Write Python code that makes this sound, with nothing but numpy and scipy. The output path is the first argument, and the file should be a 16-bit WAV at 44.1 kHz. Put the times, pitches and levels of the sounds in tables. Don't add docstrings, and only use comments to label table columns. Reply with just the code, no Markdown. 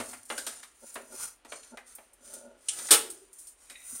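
import sys
import numpy as np
from scipy import signal
from scipy.fft import rfft, irfft, next_fast_len
from scipy.io import wavfile
from scipy.ndimage import map_coordinates

SR = 44100
rng = np.random.default_rng(int(sys.argv[2]) if len(sys.argv) > 2 else 0)


def master(y):
    cut = np.clip(np.atleast_2d(y).T, -1, 1)
    pcm = np.round(cut * 32767)
    wavfile.write(sys.argv[1], SR, pcm.astype(np.int16))


N = 176400

# frequency in Hz, relative level in dB.
FLOOR_SPECTRUM = [(24, -14), (42, 10.5), (160, -9.5), (300, -0.5), (3000, -9), (15000, -35.5)]
CLOTH_SPECTRUM = [(200, -8.5), (900, -3.5), (3500, -8), (9500, 0), (15500, -4)]
BODY_SPECTRUM = [(25, -42.5), (170, -25.5), (235, 1.5), (650, 1.5), (1000, 0), (2500, -45.5)]
PANEL_SPECTRUM = [(300, -21), (800, -4.5), (1400, 1.5), (2200, -2.5), (3300, -1), (5000, -8), (9000, -20)]
EDGE_SPECTRUM = [(1500, -29.5), (3500, -5), (5500, -5.5), (8000, -4.5), (10500, -9), (12500, -6.5),
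                 (15500, -16.5)]
LID_BODY_SPECTRUM = [(40, -41.5), (90, -15.5), (170, -26.5), (330, 2), (600, 0.5), (1500, -34.5)]
LID_PANEL_SPECTRUM = [(300, -36.5), (800, -6), (1300, 2.5), (2000, 0), (3200, 0.5), (5000, -13.5),
                      (9000, -5)]
MIC_RESPONSE = [(20, 2), (150, -8.5), (250, -3.5), (6500, -0.5), (7800, 1.5), (9000, 9), (10200, 2.5),
                (11500, -3), (14200, -6), (15400, -5)]
# centre in Hz, width in Hz, relative level in dB.
SQUEAK_BANDS = [(1411, 110, 0), (2530, 48, -10), (4350, 130, -6), (5085, 150, -12), (6070, 290, -1),
                (7055, 132, 5.5), (8490, 180, -7.5), (9610, 300, -7)]
CASE_BANDS = [(243, 43, 2), (384, 55, -0.5), (578, 101, 3), (879, 65, -8), (1418, 76, -6)]
FLAP_BANDS = [(1580, 150, 3), (5030, 200, -7)]
TRAY_BANDS = [(2007, 190, 2), (2424, 360, -0.5), (3810, 210, 0)]
INNER_BANDS = [(381, 56, 0)]
LATCH_BANDS = [(3200, 570, 0), (5660, 500, -2), (7550, 1100, -0.5), (10700, 580, -4.5)]
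# frequency in Hz, relative level in dB, t60 in seconds.
DESK_MODES = [(101, -12.5, 0.19), (251, 1.5, 0.13)]
SHELL_MODES = [(344, -3.5, 0.23), (443.2, -1, 0.23), (842, -1.5, 0.21), (1300, -0.5, 0.21),
               (2610, -6.5, .17), (2915, -1, 0.16)]
# frequency in Hz, t60 in seconds.
ROOM_DECAY = [(100, 0.79), (400, 0.46), (6000, 0.29)]
# middle, rise, hold and release in seconds,
# relative level and singing in dB, treble slope in dB per octave.
RUB_STROKES = [(0.074, .1, 0.12, 0.12, -42, 6.5, -0.5), (.36, 0.018, 0.13, 0.11, -42.5, 6, -1),
               (0.524, 0.089, 0.086, 0.15, -44.5, 4, -5), (0.887, 0.14, 0.022, 0.24, -44.5, 7, 1.5),
               (1.229, 0.11, 0.048, 0.074, -33, 5.5, 0.5), (1.535, 0.023, 0.072, 0.12, -46, 19, -4),
               (1.665, 0.075, 0.04, 0.11, -51, 7, -5.5), (1.895, 0.031, 0.046, 0.22, -51.5, 7, -3),
               (2.313, 0.069, 0.087, 0.14, -45.5, 11, -0.5), (2.799, 0.11, 0.12, 0.37, -39, -1.5, -2.5),
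               (3.432, 0.057, 0.17, 0.05, -53.5, 12, 4.5), (3.681, 0.06, 0.13, 0.34, -55, 2, -2.5),
               (3.945, 0.11, 0.11, .2, -37, 10.5, 5)]
# middle and hold in seconds, level in dB.
FOOT_DRAGS = [(0.069, 0.027, -57.5), (0.835, 0.015, -56), (1.016, 0.031, -47), (1.13, 0.022, -47),
              (1.738, 0.016, -48), (2.36, 0.13, -56), (2.479, 0.05, -50.5), (2.816, 0.024, -48.5)]
INNER_SHUDDERS = [(3.068, 0.052, -51.5), (3.23, 0.038, -58)]
# start in seconds, level in dB, centre in Hz, t60 in seconds.
LIGHT_TICKS = [(.23, -43.5, 8500, 0.028), (0.252, -48, 8900, 0.11), (.941, -36.5, 11800, 0.07),
               (1.951, -31.5, 14800, 0.047), (2.132, -50.5, 11100, 0.069), (2.336, -37, 8600, 0.069),
               (1.631, -48, 3500, .04), (2.869, -34, 6900, 0.071), (3.1, -38.5, 9000, 0.14),
               (3.329, -46.5, 10070, 0.076), (3.385, -46, 9900, 0.28), (3.469, -44, 9160, 0.13)]
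# start in seconds, level in dB.
PAPER_TRAY_TAPS = [(3.699, -48), (3.754, -43)]
DESK_THUDS = [(0.0, -30.5), (3.926, -43.5)]
# start in seconds, body, panel and edge levels in dB, panel centre in Hz.
CASE_BUMPS = [(0.0, -32.5, -32.5, -43, 1280), (0.131, -55, -42.5, -65, 1010), (.301, -31, -30, -54, 1260),
              (.378, -43, -42.5, -34, 1490), (.466, -42.5, -37.5, -33, 1540), (.63, -81, -46, -48.5, 1700),
              (.956, -37, -35.5, -52, 1103), (1.448, -47, -51, -56.5, 1190), (1.52, -39.5, -38, -49, 1260),
              (1.772, -53, -40, -54, 1010), (1.983, -53, -50, -79, 896), (2.787, -50, -42, -38.5, 1450),
              (2.886, -51, -38.5, -40.5, 1700), (3.698, -52, -49, -46.5, 1600)]
# start in seconds, body, panel and edge levels in dB.
LID_CONTACTS = [(2.907, -26, -17, -10), (2.913, -34, -19, -10.5), (2.924, -26.5, -17, -21),
                (2.932, -26.5, -26, -15.5), (2.944, -30.5, -20, -27)]


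def amp(db):
    return 10 ** (np.asarray(db) / 20)


def unit(x):
    return x / np.sqrt(np.mean(x ** 2) + 1e-20)


def along(points, hz):
    f, v = np.transpose(points)
    return np.interp(np.log(hz + 1), np.log(f + 1), v)


def filtered(x, response):
    size = next_fast_len(len(x) + 8192)
    return irfft(rfft(x, size) * response(np.fft.rfftfreq(size, 1 / SR)), size)[:len(x)]


def noise(spectrum, size=SR):
    return unit(filtered(rng.standard_normal(size), lambda hz: amp(along(spectrum, hz))))


def resonances(bands, hz):
    return sum((-1) ** k * amp(db) * 1j * hz * w / (c * c - hz * hz + 1j * hz * w)
               for k, (c, w, db) in enumerate(bands))


def peaks(bands, hz):
    return sum(amp(db) * (hz * w) ** 2 / ((c * c - hz * hz) ** 2 + (hz * w) ** 2) for c, w, db in bands)


def buzz(bands):
    return unit(filtered(rng.standard_normal(SR), lambda hz: peaks(bands, hz)))


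def ribbed(x, depth_db, spacing_hz=60.56):
    knots = rng.standard_normal(2048)
    ripple = lambda hz: np.tanh(map_coordinates(knots, [hz / spacing_hz], mode="wrap"))
    return unit(filtered(x, lambda hz: amp(depth_db * ripple(hz))))


def fade(t60, attack):
    t = np.arange(SR) / SR
    return (1 - np.exp(-t / attack)) * np.exp(-np.log(1000) * t / t60)


def swell(rise, hold, release):
    t = np.arange(SR) / SR - .5
    return amp(-20 * (np.maximum(-t - hold / 2, 0) / rise + np.maximum(t - hold / 2, 0) / release))


def ring(modes, attack):
    t = np.arange(SR) / SR
    return sum(amp(db) * fade(t60, attack) * np.sin(2 * np.pi * (hz * t + rng.random()))
               for hz, db, t60 in modes)


def wobble(rate):
    return map_coordinates(rng.standard_normal(1024), [np.arange(SR) * rate / SR], mode="wrap")


def slips(rate, spread_db):
    slipping = rng.random(SR) < rate / SR
    return unit(slipping * rng.standard_normal(SR) * amp(spread_db * rng.standard_normal(SR)))


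def room(x, build_s=0.0062):
    hz, t, spectra = signal.stft(rng.standard_normal(SR), SR, nperseg=256)
    decay = np.exp(-np.log(1000) * t / along(ROOM_DECAY, hz)[:, None])
    tail = signal.istft(spectra * decay, SR, nperseg=256)[1][:SR]
    tail *= 1 - np.exp(-np.arange(SR) / SR / build_s)
    return signal.fftconvolve(x, tail / np.linalg.norm(tail))[:N]


def dragging():
    out = np.zeros(N)
    for s, hold, db in FOOT_DRAGS:
        judder = slips(rate=770, spread_db=0.0) * amp(2.3 * wobble(35))
        groan = unit(filtered(judder, lambda hz: peaks(CASE_BANDS, hz)))
        add(out, s - .5, amp(db) * swell(1.4 * hold, hold, 2.34 * hold) * groan)
    return out


def rubbing(treble_hz=4500):
    out = np.zeros(N)
    for s, rise, hold, release, db, singing_db, slope_db in RUB_STROKES:
        treble = lambda hz: amp(slope_db * np.log2(np.maximum(hz / treble_hz, 1)))
        singing = lambda hz: 1 + amp(singing_db) * peaks(SQUEAK_BANDS, hz)
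        grains = slips(rate=16000, spread_db=1.0) * amp(1.6 * wobble(90.3))
        swish = filtered(grains, lambda hz: amp(along(CLOTH_SPECTRUM, hz)) * treble(hz) * singing(hz))
        add(out, s - .5, amp(db) * swell(rise, hold, release) * ribbed(swish, depth_db=6))
    return out


def loose_parts(flap_s=.378, flap_db=-36.5, scrape_s=3.78, scrape_hold_s=0.094, scrape_db=-58):
    out = np.zeros(N)
    knock = fade(t60=0.11, attack=0.0013)
    add(out, flap_s, amp(flap_db) * buzz(FLAP_BANDS) * knock)
    for s, db in PAPER_TRAY_TAPS:
        add(out, s, amp(db) * buzz(TRAY_BANDS) * knock)
    scrape = (scrape_s, scrape_hold_s, scrape_db)
    for bands, moves in (INNER_BANDS, INNER_SHUDDERS), (TRAY_BANDS, [scrape]):
        for s, hold, db in moves:
            add(out, s - .5, amp(db) * buzz(bands) * swell(hold, hold, 2.34 * hold))
    return out


def ticks():
    out = np.zeros(N)
    for s, db, centre_hz, t60 in LIGHT_TICKS:
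        octaves = lambda hz: np.abs(np.log2((hz + 1) / centre_hz))
        hump = lambda hz: amp(-11 * octaves(hz) ** 2 / (1 + 0.3 * octaves(hz)))
        band = filtered(rng.standard_normal(SR), hump)
        add(out, s, amp(db) * ribbed(band, depth_db=6.5) * fade(t60, attack=0.0018))
    return out


def thuds():
    out = np.zeros(N)
    for s, db in DESK_THUDS:
        add(out, s, amp(db) * ring(DESK_MODES, attack=0.0033))
    return out


def bumps(panel_hz=1400, damping_hz=2820):
    out = np.zeros(N)
    for s, body_db, panel_db, edge_db, centre_hz in CASE_BUMPS:
        hollow = unit(filtered(noise(BODY_SPECTRUM), lambda hz: resonances(CASE_BANDS, hz)))
        body = (hollow + 0.37 * noise(BODY_SPECTRUM)) * fade(t60=0.16, attack=0.0014)
        shifted = [(hz * centre_hz / panel_hz, db) for hz, db in PANEL_SPECTRUM]
        sheet = ribbed(noise(shifted), depth_db=2.0)
        mellow = unit(filtered(sheet, lambda hz: 1 / (1 + (hz / damping_hz) ** 4)))
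        crack = 0.98 * sheet * fade(t60=0.042, attack=0.00062)
        panel = crack + mellow * fade(t60=0.14, attack=0.0051)
        edge = noise(EDGE_SPECTRUM) * fade(t60=0.16, attack=0.00028)
        add(out, s, amp(body_db) * body + amp(panel_db) * panel + amp(edge_db) * edge)
    return out


def lid(latch_s=2.685, latch_db=-24, ring_db=-25):
    out = np.zeros(N)
    catch = unit(filtered(rng.standard_normal(SR), lambda hz: resonances(LATCH_BANDS, hz)))
    catch += 0.1 * noise(EDGE_SPECTRUM)
    snap = fade(t60=0.043, attack=0.0021) + 0.39 * fade(t60=0.18, attack=0.00085)
    add(out, latch_s, amp(latch_db) * catch * snap)
    for s, body_db, panel_db, edge_db in LID_CONTACTS:
        body = amp(body_db) * noise(LID_BODY_SPECTRUM) * fade(t60=0.13, attack=0.0015)
        panel = amp(panel_db) * noise(LID_PANEL_SPECTRUM) * fade(t60=0.14, attack=0.00091)
        edge = amp(edge_db) * noise(EDGE_SPECTRUM) * fade(t60=0.099, attack=0.0019)
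        add(out, s, body + panel + edge)
    second_contact_s = LID_CONTACTS[1][0]
    add(out, second_contact_s, amp(ring_db) * ring(SHELL_MODES, attack=.003))
    return out


def add(track, s, sound):
    start = round(s * SR)
    sound, start = sound[max(-start, 0):], max(start, 0)
    track[start:start + len(sound)] += sound[:N - start]


def scene():
    blows = bumps() + thuds() + ticks() + loose_parts() + lid()
    friction = amp(-4.5) * rubbing() + dragging()
    reverberation = amp(-10.5) * room(blows + 0.52 * friction)
    floor = amp(-66.5) * noise(FLOOR_SPECTRUM, N)
    return (blows + friction + reverberation + floor)[None]


def record(dry, ceiling=.52, top_hz=15850):
    coloured = filtered(dry[0], lambda hz: amp(along(MIC_RESPONSE, hz)))
    saturated = coloured / (1 + (coloured / ceiling) ** 4) ** .25
    return filtered(saturated, lambda hz: 1 / (1 + (hz / top_hz) ** 200))[None]


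dry = scene()
out = record(dry)
master(out)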